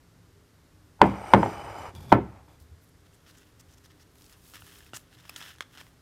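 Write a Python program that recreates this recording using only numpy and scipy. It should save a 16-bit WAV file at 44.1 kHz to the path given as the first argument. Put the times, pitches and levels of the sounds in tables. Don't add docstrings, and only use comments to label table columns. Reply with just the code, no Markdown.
import sys
import numpy as np
from scipy import signal
from scipy.fft import rfft, irfft, next_fast_len
from scipy.io import wavfile
from scipy.ndimage import uniform_filter1d, map_coordinates

SR = 44100
rng = np.random.default_rng(int(sys.argv[2]) if len(sys.argv) > 2 else 0)


def bounce(signal):
    frames = np.transpose(np.atleast_2d(signal))
    limited = np.clip(frames, -1, 1)
    pcm = np.round(limited * 32767).astype(np.int16)
    wavfile.write(sys.argv[1], SR, pcm)


def attenuation_scalar(level_db):
    decades = np.asarray(level_db, float) / 20
    return 10 ** decades


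N = 265041

# pitch in Hz, level in dB, t60 in seconds.
COUNTER_MODES = [(42, -14, .2), (68, -10, 0.5), (114, -5, .3), (167, -9.5, .24), (197, -3, 0.38),
                 (325, -6, 0.24)]


def evened(x):
    return x / np.sqrt(np.mean(x ** 2) + 1e-20)


def coloured(x, points):
    hz, db = np.transpose(points)
    size = next_fast_len(len(x))
    f = np.fft.rfftfreq(size, 1 / SR)
    gain = attenuation_scalar(np.interp(np.log(f + 1), np.log(hz + 1), db))
    return irfft(rfft(x, size) * gain, size)[:len(x)]


def curve(rows, axis):
    rows = np.array(rows)
    return np.interp(np.arange(N) / SR, rows[:, 0], rows[:, axis], left=-150, right=-150)


def strokes(rows, axis, fall_db_per_s):
    t = np.arange(N) / SR
    levels = []
    for row in rows:
        full_s, let_go_s, rise_s = row[:3]
        rise_db = 20 * np.maximum(full_s - t, 0) / rise_s
        fall_db = fall_db_per_s * np.maximum(t - let_go_s, 0)
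        levels.append(row[axis] - rise_db - fall_db)
    return np.max(levels, 0)


def resonate(x, hz, width_hz):
    return signal.lfilter(*signal.iirpeak(min(hz, .45 * SR), hz / width_hz, SR), x)


def ring(hz, t60, seconds):
    t = np.arange(round(seconds * SR)) / SR
    return attenuation_scalar(-60 * t / t60) * np.sin(2 * np.pi * hz * t)


def add(mix, s, sound):
    part = mix[round(s * SR):][:len(sound)]
    part += sound[:len(part)]


def grains(per_s, spread_db, clump_db):
    size = attenuation_scalar(spread_db * np.minimum(rng.exponential(1, N), 5)) * rng.standard_normal(N)
    clumps = evened(uniform_filter1d(rng.standard_normal(N), 200))
    return evened(size * (rng.random(N) < per_s / SR) * attenuation_scalar(clump_db * clumps))


def kitchen():
    # frequency in Hz, level in dB per Hz.
    hum_spectrum = [(12, -32.5), (20, -4), (58, -1), (91, -0.5), (164, -11), (184, -18.5), (304, -17),
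                    (340, -14.5), (403, -15.5), (726, -21.5), (1310, -21), (2170, -25), (2360, -28),
                    (14600, -29), (16400, -58.5)]
    # pitch in Hz, width in Hz, level in dB.
    whine = [(168.7, 11, -71.5), (256.1, 6.9, -74.5), (302, 5.5, -73.5), (403.2, 6, -76.5)]
    # full at s, let go at s, rise in s per 20 dB, gain in dB.
    swell = [
        (1.6, 2.0, 1.1, 11.5),
    ]
    hum = attenuation_scalar(-59) * evened(coloured(rng.standard_normal(N), hum_spectrum))
    low = signal.lfilter(*signal.butter(1, 250, fs=SR), hum)
    swell_db = np.maximum(strokes(swell, axis=3, fall_db_per_s=19), 0)
    tones = sum(attenuation_scalar(db) * evened(resonate(rng.standard_normal(N), hz, width)) for hz, width, db in whine)
    return hum + (attenuation_scalar(swell_db) - 1) * low + tones


def slab_modes(count=260):
    # pitch in Hz, level in dB, t60 in seconds.
    slab = [(89.8, -15, 0.36), (199, -10, .32), (396, -4.5, .24), (602, -3.5, .15), (900, -3.5, 0.12),
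            (1400, -8.5, 0.11), (2460, -16.5, .14), (3500, -30, .1), (6000, -34, .06)]
    f, db, t60 = np.transpose(slab)
    crowd = np.geomspace(f[0], f[-1], count) * rng.uniform(0.91, 1.03, count)
    small = [(hz, np.interp(hz, f, db) - 8.0, np.interp(hz, f, t60)) for hz in crowd]
    return np.array([attenuation_scalar(d) * ring(hz, t, seconds=.5) for hz, d, t in COUNTER_MODES + small])


def knocks():
    # time in s, peak in dB, rim pitch in Hz, boom in dB, tick in dB.
    blows = [(0.993, -41, 900, -10, -40), (1.003, -35.5, 900, -7, -41), (1.012, -26, 936.6, -10, -38.5),
             (1.0158, 9, 935, -15.5, -36), (1.041, -6.5, 730, -20.5, -43), (1.057, -16, 810, -14, -39),
             (1.3358, 6.5, 940, -11.5, -45.5), (1.3469, 4, 900, -25, -45), (1.3395, -6, 560, -14, -45),
             (1.372, -16.5, 540, -13, -41.5), (1.3787, -16.5, 785, -17.5, -34),
             (1.4305, -5, 900, -15.5, -50), (1.4335, -12.5, 783, -18, -45), (1.4608, -10, 760, -18, -48),
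             (2.1196, -2.5, 902, -12, -52.5), (2.1249, 6.5, 880, -17, -37), (2.127, -5, 306.4, -4, -48),
             (2.1353, -13, 842.4, -19.5, -41.5)]
    out, modes = np.zeros(N), slab_modes()
    t = np.arange(modes.shape[1]) / SR
    for s, db, hz, boom_db, tick_db in blows:
        spot = rng.standard_normal(len(modes))
        t60 = .045 * attenuation_scalar(.6 * boom_db)
        sharp = attenuation_scalar(0.39 * min(db, 0))
        low_rim = ring(hz, t60, .1) + 0.35 * ring(hz * 1.5, 0.709 * t60, .1)
        high_rim = 0.16 * ring(hz * 2.2, t60, .1) + 0.045 * ring(hz * 3.4, 1.3 * t60, .1)
        rim = low_rim + sharp * high_rim
        add(out, s, attenuation_scalar(db) * rim * (1 - np.exp(-t[:len(rim)] / 0.00044)))
        weights = np.sign(spot) * attenuation_scalar(2.5 * spot[::-1])
        weights[:len(COUNTER_MODES)] = 1
        swing = 1 - np.exp(-t / 0.0034)
        add(out, s, attenuation_scalar(db + boom_db - 11.5) * (weights @ modes) * swing)
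        add(out, s, attenuation_scalar(db + tick_db) * spot * np.exp(-t[:len(spot)] / 0.003))
    return out


def sheet_ringing(grit, pressure_db, start_s):
    # pitch in Hz, width in Hz, level in dB.
    pan_modes = [(2320, 78, 5), (2990, 70, 4.5), (4990, 110, 0.5), (5870, 71, -1.5), (6040, 60, -10.5),
                 (7340, 85, -1.5), (8580, 180, 3), (10000, 250, -3.5), (11900, 100, -7), (12700, 150, -4),
                 (13830, 200, -12.5)]
    # frequency in Hz, level in dB per Hz.
    sheen = [(2000, -29), (4000, -4.5), (9000, -3), (14400, -5.5), (16400, -30)]
    swells = uniform_filter1d(rng.standard_normal((len(pan_modes), N)), 6000)
    modes = np.zeros(N)
    for (hz, width, db), swell in zip(pan_modes, swells):
        tone = evened(resonate(resonate(grit, hz, 2 * width), hz, 1.15 * width))
        modes += attenuation_scalar(db + 2.8 * evened(swell)) * tone
    asleep = np.exp(-abs(np.arange(N) / SR - start_s) / .15)
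    pace = 1 - .025 * asleep + .0025 * evened(uniform_filter1d(swells[0], 2000))
    bent = evened(map_coordinates(modes, [np.cumsum(pace)], mode="wrap"))
    sheet = bent + attenuation_scalar(-6.0) * evened(coloured(grit, sheen))
    extra_db = .35 * (pressure_db + 40)
    return attenuation_scalar(pressure_db + extra_db - 8 * asleep - 14) * sheet


def drag():
    # time in s, pressure in dB.
    pressure = [(1.0, -59), (1.03, -35.5), (1.2, -43), (1.34, -36.5), (1.52, -39.5), (1.68, -42.5),
                (1.8, -40), (1.895, -43), (1.935, -66)]
    # full at s, let go at s, rise in s per 20 dB, pressure in dB.
    nudges = [
        (1.96, 2.2, .05, -69),
        (2.22, 2.385, .1, -56),
        (2.481, 2.5, .004, -60),
    ]
    # frequency in Hz, level in dB per Hz.
    grit_spectrum = [(60, -32), (110, -9), (160, -23), (300, -10.5), (700, -4), (870, -1), (1050, -7.5),
                     (1300, -8.5), (1700, -16.5), (2300, -16), (3900, -36.5), (16400, -61)]
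    grit = grains(20000, spread_db=1.5, clump_db=1.8)
    lumps = attenuation_scalar(0.96 * evened(uniform_filter1d(rng.standard_normal(N), 1500)))
    pressure_db = curve(pressure, axis=1)
    scrape_db = np.maximum(pressure_db, strokes(nudges, axis=3, fall_db_per_s=170))
    scrape = attenuation_scalar(scrape_db) * lumps * evened(coloured(grit, grit_spectrum))
    return scrape + sheet_ringing(grit, pressure_db, start_s=pressure[0][0])


def shift():
    # full at s, let go at s, rise in s per 20 dB, rustle in dB, rumble in dB.
    moves = [
        (1.93, 2.1, .01, -85, -48.5),
        (1.954, 1.975, .002, -52.5, -60),
        (1.98, 2.05, .05, -55, -60),
        (2.112, 2.128, .09, -51, -43.5),
        (2.482, 2.55, .004, -66, -95),
    ]
    # frequency in Hz, level in dB per Hz.
    rustle_spectrum = [(180, -29), (300, -9.5), (741, -5.5), (861, -2), (1680, -15), (1920, -19),
                       (8520, -16.5), (14300, -12.5), (16400, -45.5)]
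    # pitch in Hz, width in Hz, level in dB.
    squeaks = [(2366, 50, -6), (3380, 40, -4), (3570, 60, -6), (4800, 80, -9.5)]
    rub = grains(15000, spread_db=0.0, clump_db=2.5)
    rings = sum(attenuation_scalar(db - 8.0) * evened(resonate(rub, hz, width)) for hz, width, db in squeaks)
    rustle = evened(coloured(rub, rustle_spectrum)) + rings
    rumble = evened(resonate(rng.standard_normal(N), 113, 40))
    rustle_gain = attenuation_scalar(strokes(moves, axis=3, fall_db_per_s=330))
    rumble_gain = attenuation_scalar(strokes(moves, axis=4, fall_db_per_s=330))
    return rustle_gain * rustle + rumble_gain * rumble


def snaps():
    # time in s, peak in dB, low part in dB, pitch in Hz.
    flips = [(1.951, -36, -10, 980), (3.1624, -53, -8, 1880), (3.8588, -51, -1, 1840),
             (4.156, -48, -9, 997), (4.211, -47, -8, 1340), (4.537, -42, -5, 1390), (4.6214, -49, 7, 1400),
             (4.6606, -50, -7, 2500), (4.8644, -47, -8, 2550), (4.9342, -39, 3, 1400),
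             (4.9346, -50, 13, 330), (4.9356, -41, 0, 1400), (5.2524, -53, 1, 997), (5.2944, -33, -2, 2600),
             (5.2952, -42, 4, 1300), (5.3617, -34, 3, 3350), (5.3636, -27.5, -13, 1500),
             (5.4145, -38, 2, 1680), (5.4614, -44.5, 1, 1690), (5.4857, -41.5, -12, 1620),
             (5.5846, -42, -6, 1670), (5.607, -26.5, 1, 1650), (5.6075, -34, 6, 1050),
             (5.6235, -44.5, 2, 1640), (5.7518, -46, -2, 1570), (5.7599, -46, -7.5, 1480),
             (5.7743, -40, -1.5, 1524), (5.8132, -37, -6, 1150), (5.867, -49.5, -2, 1030)]
    # time in s, peak in dB.
    ticks = [(3.3744, -46.5), (4.1847, -47), (4.221, -44.5), (4.2429, -41), (4.264, -43), (4.297, -42),
             (4.3261, -41), (4.332, -41), (4.455, -43), (4.5824, -55), (5.5608, -47)]
    pleat = [(.6, .35), (1, 1), (2.0, .85)]
    out, t = np.zeros(N), np.arange(1500) / SR
    crack_band = signal.butter(1, [2500, 11000], "band", fs=SR)
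    for s, db, low_db, hz in sorted(flips + [(s, db, -21, 2600) for s, db in ticks]):
        noise = signal.lfilter(*crack_band, rng.standard_normal(len(t)))
        crack = noise * np.exp(-t / .0006)
        afterslip = attenuation_scalar(-15) * noise * np.exp(-t / .009)
        add(out, s, attenuation_scalar(db) * (crack / abs(crack).max() + afterslip))
        body = sum(share * ring(hz * ratio, .009, .03) for ratio, share in pleat)
        body = signal.lfilter(*signal.butter(2, .45 * hz, "high", fs=SR), -body)
        add(out, s, attenuation_scalar(db + low_db + 2.5) * body)
    return out


def crumb_and_pleats():
    # frequency in Hz, level in dB per Hz.
    fizz_spectrum = [(1180, -8), (2000, -28), (2600, 1), (3020, -8), (3330, -3), (14300, 6.5), (15900, 1.5),
                     (16400, -34)]
    # pitch in Hz, width in Hz, level in dB.
    cup = [(1436, 57, 16), (1765, 30, 19), (2080, 110, 9.5), (3090, 62, 17.5), (2700, 60, 16),
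           (5090, 100, 14)]
    fizz = evened(coloured(grains(16000, spread_db=1.9, clump_db=2.0), fizz_spectrum))
    coarse = grains(6000, spread_db=2.4, clump_db=2.4)
    crinkle = sum(attenuation_scalar(db) * evened(resonate(coarse, hz, width + 400)) for hz, width, db in cup)
    return fizz, evened(crinkle)


def peel(fizz, crinkle):
    # full at s, let go at s, rise in s per 20 dB, fizz in dB, low crinkle in dB.
    pulls = [(2.6, 2.605, .003, -58.5, -73), (3.15, 6.1, .3, -75, -77), (3.33, 3.49, .45, -69, -71),
             (4.2, 4.33, .14, -59, -73), (4.335, 4.345, .1, -66, -62), (4.37, 4.42, .05, -62, -75),
             (4.46, 4.525, .12, -54, -68), (4.538, 4.556, .004, -49, -49), (4.57, 4.66, .05, -56, -66),
             (4.67, 4.79, .08, -54, -58), (4.8, 4.88, .1, -61, -62), (4.975, 4.985, .05, -54, -63),
             (5.255, 5.31, .03, -62, -59), (5.365, 5.385, .008, -48.5, -51), (5.43, 5.505, .3, -53.5, -50),
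             (5.74, 5.82, .07, -61, -59), (5.83, 5.88, .1, -63, -67)]
    fizz_gain = attenuation_scalar(strokes(pulls, axis=3, fall_db_per_s=300))
    crinkle_gain = attenuation_scalar(strokes(pulls, axis=4, fall_db_per_s=300))
    return fizz_gain * fizz + crinkle_gain * crinkle


def thumps():
    # time in s, peak in dB, pitch in Hz, t60 in seconds.
    pushes = [
        (2.609, -40, 76.4, 0.11),
        (2.713, -37.5, 80, 0.099),
        (4.419, -51, 70.0, 0.15),
        (4.618, -51, 81.6, 0.15),
        (4.936, -40, 122.4, 0.062),
        (5.293, -51, 85, 0.1),
    ]
    out = np.zeros(N)
    onset = 1 - np.exp(-np.arange(round(.4 * SR)) / SR / 0.017)
    for s, db, hz, t60 in pushes:
        add(out, s, attenuation_scalar(db + 8.0) * ring(hz, t60, .4) * onset)
    return out


def tears(fizz, crinkle):
    # start in s, end in s, level in dB, low crinkle in dB, brightest frequency in Hz.
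    bursts = [(2.81, 2.85, -68.5, -10, 12500), (2.85, 2.9, -72, -15, 11050),
              (3.05, 3.072, -67.5, -0.5, 3600), (3.12, 3.158, -68, -7, 8000),
              (3.261, 3.317, -58.5, -3, 4600), (3.37, 3.388, -60, -17.5, 6240),
              (3.593, 3.614, -52.5, -13, 6000), (3.683, 3.75, -66, -5.5, 6000),
              (3.772, 3.788, -58.5, -8.5, 6000), (3.835, 3.867, -58, -7.5, 5500),
              (3.9, 3.921, -64, -2, 3980), (3.993, 4.035, -58.5, -10, 5000), (4.938, 4.975, -43, -3, 6700),
              (5.107, 5.162, -60, -6, 3800), (5.178, 5.213, -64.5, 1.5, 3820), (5.398, 5.414, -56, 3, 3500),
              (5.424, 5.438, -56, 5, 3500), (5.611, 5.63, -56.5, 6, 3990), (5.294, 5.299, -43, -11, 13000),
              (4.665, 4.668, -58, -2, 11000), (3.33, 3.44, -73, 2, 6500), (5.775, 5.818, -59, 1.5, 3500)]
    out = np.zeros(N)
    for start, end, db, low_db, hz in bursts:
        span = slice(round(start * SR), round(end * SR))
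        edge = signal.windows.tukey(span.stop - span.start, .18)
        swell = np.linspace(.5, 1, len(edge)) ** 1.4
        bright = 0.52 * fizz[span] + 2.16 * resonate(fizz[span], hz, 0.29 * hz)
        add(out, start, edge * (attenuation_scalar(db + 2.5) * swell * bright + attenuation_scalar(db + low_db) * crinkle[span]))
    return out


def room(x, delay_s=0.002):
    # frequency in Hz, t60 in seconds.
    decay = [(60, .3), (250, .25), (1000, 0.29), (3000, 0.35), (8000, .2), (16000, .12)]
    hz, t, z = signal.stft(rng.standard_normal(SR // 2), SR, nperseg=256)
    f, t60 = np.transpose(decay)
    fade = attenuation_scalar(-60 * t / np.interp(hz, f, t60)[:, None])
    tail = signal.istft(z * fade, SR, nperseg=256)[1]
    tail[:round(delay_s * SR)] = 0
    return signal.fftconvolve(x, tail / np.linalg.norm(tail))[:N]


def scene():
    hum = kitchen()
    pan = knocks() + drag()
    fizz, crinkle = crumb_and_pleats()
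    paper = shift() + snaps() + peel(fizz, crinkle) + tears(fizz, crinkle)
    wet = room(attenuation_scalar(-17.0) * pan + attenuation_scalar(-20.0) * paper)
    return (pan + paper + wet + thumps() + hum)[None]


def low_pass(x):
    return signal.sosfilt(signal.butter(12, 16520, fs=SR, output="sos"), x)


def record(dry):
    # frequency in Hz, gain in dB.
    mic = [(20, -11.5), (100, 2.5), (1000, 0), (5000, -0.5), (15400, -8), (16000, -12.5), (22050, -59.5)]
    x = np.clip(coloured(dry[0], mic), -1, 1)
    lowpass = signal.firwin(255, 16300, window=("kaiser", 9), fs=SR)
    x = signal.oaconvolve(x, lowpass, "same")
    return low_pass(x[None])


dry = scene()
out = record(dry)
bounce(out)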